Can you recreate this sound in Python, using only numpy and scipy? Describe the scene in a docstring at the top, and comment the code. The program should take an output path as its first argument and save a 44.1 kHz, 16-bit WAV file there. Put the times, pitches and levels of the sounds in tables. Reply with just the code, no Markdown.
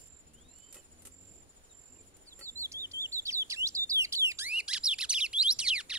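"""Finch in the bush, close up.

A finch near the camera's microphones sings a swelling phrase of gliding whistles: membranes in its
syrinx vibrate, throat and beak colour the tone, and stems and leaves scatter it back. Two crickets
scrape their wings, a bird hops about a cane cage and another whistles far off, with a few faint blips.
A distant engine revs under the hush of the open air."""
import sys
import numpy as np
from scipy import signal
from scipy.fft import rfft, irfft
from scipy.io import wavfile
from scipy.ndimage import uniform_filter1d, map_coordinates

SR = 44100
rng = np.random.default_rng(int(sys.argv[2]) if len(sys.argv) > 2 else 0)


def master(y):
    """Save y as 16-bit WAV."""
    cut = np.clip(np.atleast_2d(y).T, -1, 1)
    pcm = np.round(cut * 32767)  # scale
    wavfile.write(sys.argv[1], SR, pcm.astype(np.int16))


N = 263718

# The hush of the place. Each row: frequency in Hz, relative noise density in dB.
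AIR_COLOUR = [(12, -48), (20, 7.5), (98, -9), (141, -11.5), (416, -12), (1020, -21), (2340, -23.5),
              (5110, -26.5), (6560, -26.5), (7130, -12), (7760, -28), (9420, -20.5), (12100, -33.5),
              (14300, -35.5), (15600, -38)]
# Slow rise and fall of the background's treble hiss. Each row: time in seconds, treble lift in dB.
TREBLE_DRIFT = [(0, 10.5), (.1, -5.5), (.7, -2), (1.3, -0.5), (1.6, -3), (2.1, -2.5), (3, .5), (6, 2)]
# How alike the air is at the two microphones. Each row: frequency in Hz, correlation.
AIR_LIKENESS = [(60, 0.37), (130, 0.33), (290, 0.4), (640, 0.42), (1410, -0.21), (3100, -0.042),
                (6820, -0.22), (15000, 0.24)]
# Claws and wings against the cage. Each row: start in seconds, relative scratch and knock levels
# in dB, left over right in dB, seconds for the scratch to fall 60 dB.
CAGE_CONTACTS = [(0.069, -61, -70, -1.5, 0.072), (0.3341, -64.5, -76, 0, 0.11),
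                 (0.584, -62, -77, -1, 0.086), (0.726, -42.5, -70, -4, 0.013),
                 (0.729, -52.5, -69, -0.5, 0.05), (0.7431, -49, -57, -1, 0.079),
                 (0.756, -54, -48.5, -1, 0.043), (0.7667, -56, -49.5, 0, 0.057),
                 (0.7822, -66.5, -55, -3, 0.25), (1.0202, -50.5, -65, 8, 0.012),
                 (1.023, -62, -71, -1, 0.11), (1.051, -50, -56, -1, 0.11), (1.07, -49.5, -53.5, -1, 0.064),
                 (2.166, -58.5, -83, -2, 0.048), (2.3905, -52, -51, 0, 0.12), (2.4101, -64, -47.5, -3, 0.1)]
# The ring of the cane bars. Each row: frequency in Hz, relative level in dB, seconds to fall 60 dB.
CANE_MODES = [(236, -22, 0.046), (325, -24, .05), (397, -6, 0.18), (476, -9, 0.068), (547, 3, 0.063),
              (600, -24, 0.016), (830, -6.5, 0.075), (1120, -8, 0.034), (1326, -1, 0.041), (1540, -13, .03),
              (1955, 2.5, 0.025), (2560, -2, 0.033), (2890, -8, 0.031)]
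# A scratch on cane. Each row: frequency in Hz, relative noise density in dB.
SCRATCH_COLOUR = [(590, -30), (1000, -17), (1640, -15), (1970, -11.5), (5100, -14.5), (7270, -7),
                  (9470, -2), (12000, -10.5), (15500, -23)]
# Bursts of throttle. Each row: start and end in seconds, first and last pitch in Hz, level in dB.
THROTTLE_BURSTS = [(0.254, 0.554, 72.5, 86.1, -64.5), (0.879, 1.395, 76.06, 102.2, -66),
                   (1.9, 2.204, 81.4, 101.5, -68.5), (2.502, 3.118, 77.94, 99.2, -67),
                   (3.646, 4.042, 74.4, 91.3, -67.5), (5.401, 6.006, 72.5, 91.6, -69.5)]
# Harmonics of the firing note. Each row: multiple, relative level in dB.
FIRING_HARMONICS = [(1, -2.5), (2, -10.5), (3, -5.5), (4, -11), (5, -17.5), (6, -13.5)]
# The far bird's arching call. Each row: time in seconds, pitch in Hz.
FAR_PITCH = [(0.301, 850), (0.352, 957), (0.45, 1230), (0.558, 1450), (.65, 1527), (0.719, 1543),
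             (.801, 1520), (0.831, 1350), (.855, 1120)]
# Its overtones, heard from a distance. Each row: frequency in Hz, level in dB.
FAR_COLOUR = [(1700, -101), (2460, -85), (2830, -77), (3100, -66.5), (3400, -71.5), (4000, -72),
              (4300, -80), (4600, -80)]
# High chips and low blips. Each row: start and end in seconds, first and last pitch in Hz, level in dB.
BLIP_GLIDES = [(1.692, 1.731, 4100, 3610, -69.5), (1.73, 1.777, 3220, 2820, -78),
               (1.954, 1.98, 2850, 2650, -69.5), (1.978, 2.007, 2450, 2330, -73),
               (2.11, 2.283, 1560, 1510, -85), (1.897, 1.953, 249, 259, -65),
               (1.962, 1.998, 335, 326, -65.5), (1.995, 2.04, 442, 435, -67)]
# The finch's song. Each row is one note's pitch curve; each point: time in seconds, pitch in Hz.
SONG_PITCH = [
    [(2.255, 5200), (2.27, 4620), (2.291, 4290), (2.296, 4100)],
    [(2.306, 4080), (2.339, 3240)],
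    [(2.411, 4440), (2.447, 4480), (2.47, 3920), (2.5, 3480)],
    [(2.558, 3990), (2.605, 4410), (2.63, 4060), (2.662, 3300)],
    [(2.717, 3705), (2.726, 7240), (2.735, 4620)],
    [(2.739, 3255), (2.78, 3454), (2.815, 3780), (2.846, 3210), (2.858, 2925)],
    [(2.913, 3050), (2.921, 6970)],
    [(2.936, 3167), (2.97, 3130), (3.025, 3620), (3.054, 3090), (3.064, 2860)],
    [(3.121, 3380), (3.128, 4490), (3.16, 3950), (3.186, 3620), (3.2, 3380)],
    [(3.255, 4500), (3.261, 4620), (3.27, 3160)],
    [(3.264, 4970), (3.275, 3970), (3.3, 3040), (3.315, 1940)],
    [(3.311, 6370), (3.33, 4800), (3.345, 4280), (3.354, 3920), (3.39, 3590), (3.421, 3310), (3.431, 3010)],
    [(3.498, 2274), (3.501, 4360), (3.506, 5600), (3.513, 3225), (3.53, 2070), (3.554, 1635)],
    [(3.559, 1980), (3.565, 2630), (3.6, 2823), (3.633, 3080), (3.66, 3640), (3.668, 3970), (3.675, 4470),
     (3.68, 6180), (3.686, 6210), (3.692, 4700)],
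    [(3.749, 4140), (3.755, 5060), (3.77, 3900), (3.786, 3705), (3.8, 3557), (3.845, 3640)],
    [(3.896, 4300), (3.902, 5190), (3.911, 4630), (3.922, 3920), (3.96, 3400), (4.0, 3026), (4.04, 2650),
     (4.055, 1975)],
    [(4.124, 2930), (4.129, 5700), (4.138, 3410), (4.148, 2910), (4.154, 4480)],
    [(4.16, 4510), (4.19, 3670), (4.223, 3254), (4.25, 3000), (4.3, 2583), (4.316, 2370), (4.321, 1820)],
    [(4.389, 1162), (4.398, 1600), (4.41, 1595), (4.45, 1993), (4.52, 2563), (4.585, 2933), (4.602, 2504),
     (4.608, 2100)],
    [(4.681, 1140), (4.69, 1630), (4.702, 1670), (4.716, 1956), (4.731, 2090), (4.739, 5260), (4.748, 1977),
     (4.772, 1545), (4.782, 987)],
    [(4.834, 3750), (4.84, 5020), (4.846, 5280), (4.852, 3950)],
    [(4.855, 5680), (4.875, 4180), (4.882, 3800), (4.913, 3040)],
    [(4.911, 3650), (4.925, 3260), (4.946, 2280)],
    [(4.986, 1504), (4.995, 2530), (5.008, 2644), (5.011, 4550), (5.015, 5600), (5.022, 2124), (5.04, 1687),
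     (5.055, 1220)],
    [(5.091, 3360), (5.098, 4580), (5.101, 4410)],
    [(5.102, 6070), (5.115, 6040), (5.136, 3900)],
    [(5.108, 3005), (5.115, 2990), (5.136, 1855)],
    [(5.136, 1870), (5.148, 3670), (5.17, 3240), (5.186, 2740), (5.201, 2220)],
    [(5.2, 2305), (5.21, 3990), (5.225, 3300), (5.254, 2610), (5.26, 2500), (5.269, 2010)],
    [(5.331, 1920), (5.338, 3210), (5.38, 3480), (5.42, 4280), (5.428, 4840), (5.433, 4920)],
    [(5.428, 2040), (5.437, 3050), (5.47, 3304), (5.503, 4110), (5.517, 5380)],
    [(5.521, 5290), (5.534, 5740)],
    [(5.589, 7100), (5.594, 4670), (5.599, 2160)],
    [(5.597, 6120), (5.603, 4400), (5.62, 3050), (5.65, 2335), (5.669, 2080), (5.677, 1820)],
    [(5.674, 4400), (5.68, 4280), (5.699, 2710)],
    [(5.695, 4420), (5.705, 3270), (5.74, 2560), (5.8, 1693), (5.81, 1295), (5.814, 1040)],
    [(5.897, 1807), (5.903, 2796), (5.91, 2113), (5.925, 1750), (5.937, 1307), (5.947, 3390), (5.955, 1950),
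     (5.97, 1840), (5.978, 1380)],
]
# How each note is voiced. Each row: relative level at start, turn and end in dB, place of the turn
# from 0 to 1, trims of octave, upper overtones and hiss in dB.
SONG_VOICING = [(-78, -58, -55, 0.37, 17.5, -2, -34), (-64, -49, -58, 0.8, 10, 5, -50),
                (-55, -40.5, -38, 0.83, 5, 0, -53), (-43, -37, -33.5, 0.54, 3, 6, -72),
                (-46, -29, -53, 0.56, -10, .1, -40), (-41, -39, -37.5, 0.4, 1, -1, -68),
                (-50, -46, -28.5, 0.77, -9, .1, -24), (-40, -35.5, -34, 0.3, 2.5, -1.5, -65),
                (-44, -33, -31.5, 0.3, 0.5, 1, -66), (-37, -44, -27, 0.9, 2, .1, -38),
                (-40, -31, -35.5, 0.43, 0.5, -5, -35), (-40.5, -29, -31.5, 0.49, 1, 2, -54),
                (-38, -32.5, -38, 0.64, 2, -4.5, -20), (-41, -26.5, -32.5, 0.39, 0, -3.5, -53),
                (-33.5, -28.5, -30, 0.7, 1.5, -4.5, -58), (-32, -23, -31, 0.71, 5, 4.5, -50),
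                (-29.5, -35.5, -20, 0.93, -5, 9.5, -28.5), (-34.5, -21.5, -30.5, 0.56, 0, 3, -56),
                (-29, -30, -24.5, 0.3, -4.5, 2, -35.5), (-32.5, -28, -30, 0.5, 0, 1, -24.5),
                (-44, -21, -33, 0.6, 9, -12, -58), (-17, -24, -30, 0, 7.5, 7.5, -51),
                (-28, -27, -31, 0.55, 0.5, 0.5, -36), (-33.5, -29.5, -33, 0.6, 5, 2, -24),
                (-41, -31.5, -23, 0.78, 27, 2, -24), (-14, -33.5, -26, 0.76, 3, -1, -38.5),
                (-41, -32, -41, 0.75, -20, 14.5, -18), (-29, -30.5, -26.5, 0, 4.5, 3, -30),
                (-30.5, -24.5, -38, 0.74, 5, 3, -37), (-36, -19.5, -30.5, 0.86, 5.5, 3.5, -40),
                (-39.5, -26, -21.5, 0.27, 5, 6.5, -46.5), (-21.5, -32.5, -26.5, 0.44, 18, .1, -33),
                (-13, -22, -37, 0.28, -4, -9, -48), (-26, -37.5, -28, 0.14, 5, 1, -20.5),
                (-29, -22.5, -36, 0.6, .1, 3, -35), (-28, -22, -29.5, 0.38, -3, -5.5, -38.5),
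                (-35, -33, -31.5, 0.23, 4, -9, -23)]
# The throat lifts a fundamental around 3.5 kHz. Each row: pitch in Hz, gain in dB.
FUNDAMENTAL_GAIN = [(1100, -27.5), (1500, -20.5), (2000, -14), (2400, -9), (2650, -5), (2900, -3),
                    (3200, -1.5), (3600, -0.4), (4000, 0.5), (5000, -0.5), (6000, -7.5), (7200, -21)]
# On low notes it lifts the octave instead. Each row: pitch in Hz, gain over the fundamental in dB.
OCTAVE_GAIN = [(1100, 8.5), (1900, 9.5), (2300, 0.5), (2600, -16), (3100, -35), (4000, -30), (4500, -28),
               (5500, -25.5), (7000, -9)]
# The beak's gape swells or dips the octave. Each row: time and half width in seconds, gain in dB.
BEAK_GAPES = [(3.52, 0.0073, 16.5), (4.6, 0.014, 3.5), (3.955, 0.03, -17), (5.615, 0.016, 26.5)]
# Upper overtones at the syrinx. Each row: multiple, relative level in dB.
SYRINX_OVERTONES = [(3, -16), (4, -15), (5, -14.5), (6, -12.5), (7, -22), (8, -16.5)]
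# Throat, beak and microphone together, shaping those overtones. Each row: frequency in Hz, gain in dB.
TRACT_COLOUR = [(900, -36.5), (2000, -17), (3000, -14), (4600, -11.5), (6000, -22.5), (8000, -27.5),
                (10800, -26), (12300, -44), (13600, -40.5), (15500, -30.5)]
# Hiss around each whistled note. Each row: frequency in Hz, relative noise density in dB.
NOTE_HISS = [(1200, -23.5), (1800, -18.5), (3500, -8.5), (5500, -0.5), (7500, -16.5), (10500, -9.5),
             (12000, -25), (13600, -27), (15500, -41)]
# The singer turning. Each row: time in seconds, left microphone's lag in samples, share of the bounce.
SINGER_TURN = [(4.39, 6.5, .45), (4.43, 4.4, .3), (4.53, 2.1, .2)]
# The camera body shades its two microphone ports unequally.
# Each row: frequency in Hz, left over right in dB.
PORT_SHADE = [(3000, -0.9), (4500, -2.5), (6500, 0), (8000, -4.5), (9200, -11.5), (10300, 1), (11100, 4.5),
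              (13000, 2.5), (15500, .1)]
# It shifts their phase too. Each row: frequency in Hz, lead of the left port in radians.
PORT_PHASE = [(7000, 0), (8300, .6), (9700, 1.6), (10300, 1.6), (11100, .9), (12500, .5), (15500, 1.1)]
# Echoes from leaves farther off. Each row: frequency in Hz, gain in dB.
LEAF_ECHO_COLOUR = [(1500, 14), (3000, 3.2), (4500, 3.2), (6000, 8), (10000, -20)]

HUSH_DB, EDGE_HZ = -60, 15690  # level of the air; top of the recorder's band
CHIRP_S, TRILL_S, STROKE_S = .07205, .607, .0217  # repeat times of chirp, trill and wing stroke
ATTACK_S, RELEASE_S = .009, .011  # of each finch note
FLARE_DB, FLARE_S = 6.5, .051  # upper overtones flare as a note is struck
HISS_FADE_DB, GLIDE_HISS_DB, FAST_OCTAVES_PER_S = -3, -34.5, 36
END_HISS_DB, END_HISS_S = -39.5, .0099
BOUNCE_S = .000775  # a surface close to the left port repeats the song, inverted, this much later


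def gain_of(db):
    """Decibels to amplitude."""
    return 10 ** (np.asarray(db) / 20)


def unit_rms(x):
    """Scales x to an rms of 1."""
    return x / np.sqrt(np.mean(x ** 2) + 1e-20)


def wobble(shape, size):
    """Smooth random drift of rms 1 that changes over about size steps."""
    return unit_rms(uniform_filter1d(uniform_filter1d(rng.standard_normal(shape), size), size))


def read(points, hz):
    """Looks up hz in a table, on a logarithmic frequency axis."""
    table_hz, value = np.transpose(points)
    return np.interp(np.log(hz + 1), np.log(table_hz + 1), value)


def add(mix, start_s, sound):
    """Mixes a sound in from start_s on."""
    part = mix[..., round(start_s * SR):][..., :sound.shape[-1]]
    part += sound[..., :part.shape[-1]]


def coloured(x, points):
    """Filters x by a spectrum table."""
    return irfft(rfft(x) * gain_of(read(points, np.fft.rfftfreq(x.shape[-1], 1 / SR))), x.shape[-1])


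def fade(t, rise, fall):
    """Soft start and end over the times t."""
    return np.sin(np.pi / 2 * np.clip(np.minimum((t - t[0]) / rise, (t[-1] - t) / fall), 0, 1)) ** 2


def bush(x, t60, gap_s):
    """Echoes off stems and leaves: sparse taps of random sign, a separate set at each microphone."""
    t = np.arange(SR // 2) / SR
    taps = rng.standard_normal((2, len(t))) * (rng.random((2, len(t))) < .08)
    taps *= gain_of(-60 * t / t60) * (t > gap_s)
    return signal.fftconvolve(x, taps / np.linalg.norm(taps, axis=1)[:, None], axes=1)[:, :N]


def air():
    """Open air all round the microphones: a patchy hush whose treble slowly rises and falls."""
    frames, hz = N // 256 + 5, np.fft.rfftfreq(1024, 1 / SR)
    left_re, left_im, own_re, own_im, patches = rng.standard_normal((frames, 513, 5)).T
    patches = unit_rms(uniform_filter1d(uniform_filter1d(patches, size=14, axis=0), size=10, axis=1))
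    drift_db = np.interp(np.arange(frames) * 256 / SR, *np.transpose(TREBLE_DRIFT))
    drift_db += 1.2 * wobble(frames, size=5)
    treble = np.clip(hz / 9000, 0, 1)[:, None]
    likeness = read(AIR_LIKENESS, hz)[:, None]
    left = left_re + 1j * left_im
    right = likeness * left + np.sqrt(1 - likeness ** 2) * (own_re + 1j * own_im)
    colour = gain_of(read(AIR_COLOUR, hz)[:, None] + 1.5 * patches + treble * drift_db)
    hush = signal.istft(np.array([left, right]) * colour, nperseg=1024, noverlap=768)[1][:, :N]
    return gain_of(HUSH_DB) * unit_rms(hush) * gain_of([[-.3], [.3]])


def wing_stroke(length_s, from_hz, to_hz, rise, fall):
    """One scrape of file on wing: a tone that sags as the wing slows."""
    t = np.arange(0, length_s, 1 / SR)
    hz = from_hz + (to_hz - from_hz) * (t / length_s) ** 2
    phase = 2 * np.pi * (np.cumsum(hz) / SR + rng.random())
    return np.sqrt(2) * np.sin(phase) * fade(t, rise, fall)


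def crickets():
    """One cricket near the centre chirps evenly; one off to the right trills for half of each cycle."""
    chirps, trills = np.zeros((2, 2, N))
    for start in np.arange(.266 - 3 * CHIRP_S, N / SR, CHIRP_S):
        stroke = wing_stroke(.024, 7210, 7040, rise=.003, fall=.004)
        stroke *= gain_of(.5 * rng.standard_normal())
        pair = np.array([np.pad(stroke, (0, 2)), np.pad(stroke, (2, 0))])  # 2 samples later on the right
        add(chirps, start, pair * gain_of([[-58], [-59]]))
    for trill_start in np.arange(.507 - TRILL_S, N / SR, TRILL_S):
        for start in trill_start + STROKE_S * np.arange(14):
            stroke = wing_stroke(.02, 7345, 7275, rise=.008, fall=.009)
            stroke *= gain_of(.8 * rng.standard_normal())
            if start >= 0:
                add(trills, start, stroke * gain_of([[-64], [-53]]))
    echoes = bush(chirps, t60=.07, gap_s=.004) + bush(trills, t60=.1, gap_s=.004)
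    return chirps + trills + gain_of(-12) * echoes


def cage_hops():
    """A bird hops in its cage: each contact is a gritty scratch and a cluster of knocks on the bars."""
    out, t = np.zeros((2, N)), np.arange(4096) / SR
    ring = sum(gain_of(db - 60 * t / t60) * np.sin(2 * np.pi * hz * t) for hz, db, t60 in CANE_MODES)
    for start, scratch_db, knock_db, pan_db, t60 in CAGE_CONTACTS:
        grit, blows = rng.standard_normal((2, 2, len(t)))
        scratch = unit_rms(coloured(grit * gain_of(4.1 * blows), SCRATCH_COLOUR))
        scratch *= gain_of(scratch_db + 5 - 60 * t / t60) * (1 - np.exp(-t / .0005))
        knock = signal.fftconvolve(blows[0] * gain_of(-60 * t / .036), ring)[:len(t)]
        knock *= gain_of(knock_db - 8) / np.sqrt(np.mean(knock[:800] ** 2))
        add(out, start, (scratch + knock) * gain_of([[pan_db / 2], [-pan_db / 2]]))
    return out


def engine():
    """A distant engine: its firing note climbs under each burst of throttle, then fades."""
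    out = np.zeros(N)
    for start, end, from_hz, to_hz, db in THROTTLE_BURSTS:
        t = np.arange(start, end, 1 / SR)
        phase = 2 * np.pi * np.cumsum(np.linspace(from_hz, to_hz, len(t))) / SR
        firing = sum(gain_of(k_db) * np.sin(k * phase + 2 * np.pi * rng.random())
                     for k, k_db in FIRING_HARMONICS)
        add(out, start, np.sqrt(2) * gain_of(db) * firing * fade(t, .017, .052))
    return out


def far_bird():
    """One arching whistle from far off, heard as its second and third harmonics."""
    out = np.zeros(N)
    times, pitches = np.transpose(FAR_PITCH)
    t = np.arange(times[0], times[-1], 1 / SR)
    hz = uniform_filter1d(np.interp(t, times, pitches), size=900, mode="nearest")
    phase = 2 * np.pi * np.cumsum(hz) / SR
    call = sum(gain_of(read(FAR_COLOUR, k * hz) + 1.5 * wobble(len(t), size=500)) * np.sin(k * phase)
               for k in (2, 3))
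    add(out, times[0], np.sqrt(2) * call * fade(t, .01, .052))
    return out


def blips():
    """Faint high chips and hollow low blips in the distance: short, wavering pure tones."""
    out = np.zeros(N)
    for start, end, from_hz, to_hz, db in BLIP_GLIDES:
        t = np.arange(start, end, 1 / SR)
        hz = np.linspace(from_hz, to_hz, len(t)) * (1 + .03 * wobble(len(t), size=120))
        tone = np.sqrt(2) * np.sin(2 * np.pi * np.cumsum(hz) / SR)
        flicker_db = from_hz / 1200 * wobble(len(t), size=150)
        add(out, start, gain_of(db + flicker_db) * tone * fade(t, .0083, .014))
    return out


def whistle(t, hz, db, effort_db, octave_db, upper_db):
    """A membrane's near-sine and its unsteady overtones, shaped by throat and beak."""
    n = len(t)
    phase = 2 * np.pi * np.cumsum(hz * (1 + .0071 * wobble(n, size=60))) / SR
    jittered = phase + .09 * wobble(n, size=40)  # the membrane's quick jitter, in radians
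    level = gain_of(db + .8 * wobble(n, size=200))
    gape_db = sum(lift_db * np.exp(-((t - at) / width) ** 2) for at, width, lift_db in BEAK_GAPES)
    octave = gain_of(octave_db + read(OCTAVE_GAIN, hz) + gape_db + 1.8 * wobble((2, n), size=150))
    tone = level * (np.sin(phase) + octave * np.sin(2 * jittered))
    slack_db = 21.3 * np.clip(np.log2(2800 / hz), 0, .55)  # slack membranes slap shut and sound brighter
    flare_db = FLARE_DB * np.exp(-(t - t[0]) / FLARE_S)
    source_db = effort_db + upper_db + slack_db + flare_db
    for k, k_db in SYRINX_OVERTONES:
        # the beak throws short waves unevenly, so each microphone gets its own level and phase
        uneven_db, uneven_phase = 2.5 * wobble((2, n), size=200), .6 * wobble((2, n), size=140)
        overtone_db = source_db + k_db + read(TRACT_COLOUR, k * hz) + uneven_db
        in_band = np.clip((EDGE_HZ - k * hz) / 1500, 0, 1)
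        tone += gain_of(overtone_db) * np.sin(k * jittered + uneven_phase) * in_band
    return np.sqrt(2) * tone


def hiss(t, hz, hiss_db):
    """Hiss around a whistled note: it eases as the note goes on, flaring in fast glides and at the end."""
    n = len(t)
    shared, *own = rng.standard_normal((3, n))
    noise = unit_rms(coloured(shared + 2 * np.array(own), NOTE_HISS))
    noise *= gain_of(.9 * wobble(n, size=100))
    lumpy_colour = gain_of(5 * wobble(n // 2 + 1, size=n // 60 + 1))
    noise = irfft(rfft(noise) * lumpy_colour, n)
    octaves_per_s = uniform_filter1d(abs(np.gradient(np.log2(hz))) * SR, size=300)
    easing = gain_of(hiss_db + HISS_FADE_DB * (t - t[0]) / (t[-1] - t[0]))
    gliding = gain_of(GLIDE_HISS_DB) * np.clip(octaves_per_s / FAST_OCTAVES_PER_S, 0, 1) ** 2
    ending = gain_of(END_HISS_DB) * np.exp((t - t[-1]) / END_HISS_S)
    return noise * (easing + gliding + ending)


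def finch_note(pitch_curve, start_db, turn_db, end_db, place, octave_db, upper_db, hiss_db):
    """One breath whistled along a pitch curve, with hiss around it; returns start time and sound."""
    times, pitches = np.transpose(pitch_curve)
    start, end = times[0], times[-1]
    t = np.arange(start - ATTACK_S / 2, end + RELEASE_S / 2, 1 / SR)
    hz = uniform_filter1d(np.interp(t, times, pitches), size=85, mode="nearest")
    turn_s = start + np.clip(place, .05, .95) * (end - start)
    breath_db = np.interp(t, [start, turn_s, end], [start_db, turn_db, end_db])
    db = uniform_filter1d(breath_db, size=len(t) // 4, mode="nearest") + read(FUNDAMENTAL_GAIN, hz)
    effort_db = db - read(TRACT_COLOUR, hz)  # the level ahead of throat and beak
    sound = whistle(t, hz, db, effort_db, octave_db, upper_db) + gain_of(effort_db) * hiss(t, hz, hiss_db)
    return t[0], sound * fade(t, ATTACK_S, RELEASE_S)


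def finch():
    """The song, close by, reaches the right microphone first and louder; the bush answers weakly."""
    voice, samples = np.zeros((2, N)), np.arange(N)
    for pitch_curve, voicing in zip(SONG_PITCH, SONG_VOICING):
        add(voice, *finch_note(pitch_curve, *voicing))
    times, lags, shares = np.transpose(SINGER_TURN)
    lag, share = np.interp(samples / SR, times, lags), np.interp(samples / SR, times, shares)
    bounce = share * map_coordinates(voice[0], [samples - BOUNCE_S * SR], order=3)
    left = map_coordinates(voice[0] - bounce, [samples - lag], order=3)
    pair = np.array([left, voice[1]]) * gain_of([[.2], [.6]])
    hz = np.fft.rfftfreq(N, 1 / SR)
    port = gain_of(read(PORT_SHADE, hz) / 2) * np.exp(.5j * read(PORT_PHASE, hz))
    low_cut = 1 / (1 + (850 / (hz + 1)) ** 12)  # nothing of the voice sounds below about 850 Hz
    direct = irfft(rfft(pair) * [port, 1 / port] * low_cut, N)
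    near_echo = gain_of(-21) * bush(direct, t60=.06, gap_s=.0015)
    far_echo = gain_of(-28) * bush(coloured(direct, LEAF_ECHO_COLOUR), t60=.22, gap_s=.0074)
    return direct + near_echo + far_echo


def scene():
    """The finch up front, the rest of the place behind it."""
    song = finch()
    distant = far_bird() + blips()
    distant_echo = gain_of(-6) * bush(distant[None], t60=.14, gap_s=.003)
    return song + distant + distant_echo + crickets() + cage_hops() + engine() + air()


def record(dry):
    """The recorder passes nothing above its band."""
    low_pass = signal.firwin(2047, EDGE_HZ, window=("kaiser", 10), fs=SR)
    return signal.oaconvolve(dry, low_pass[None], "same")


dry = scene()
out = record(dry)
master(out)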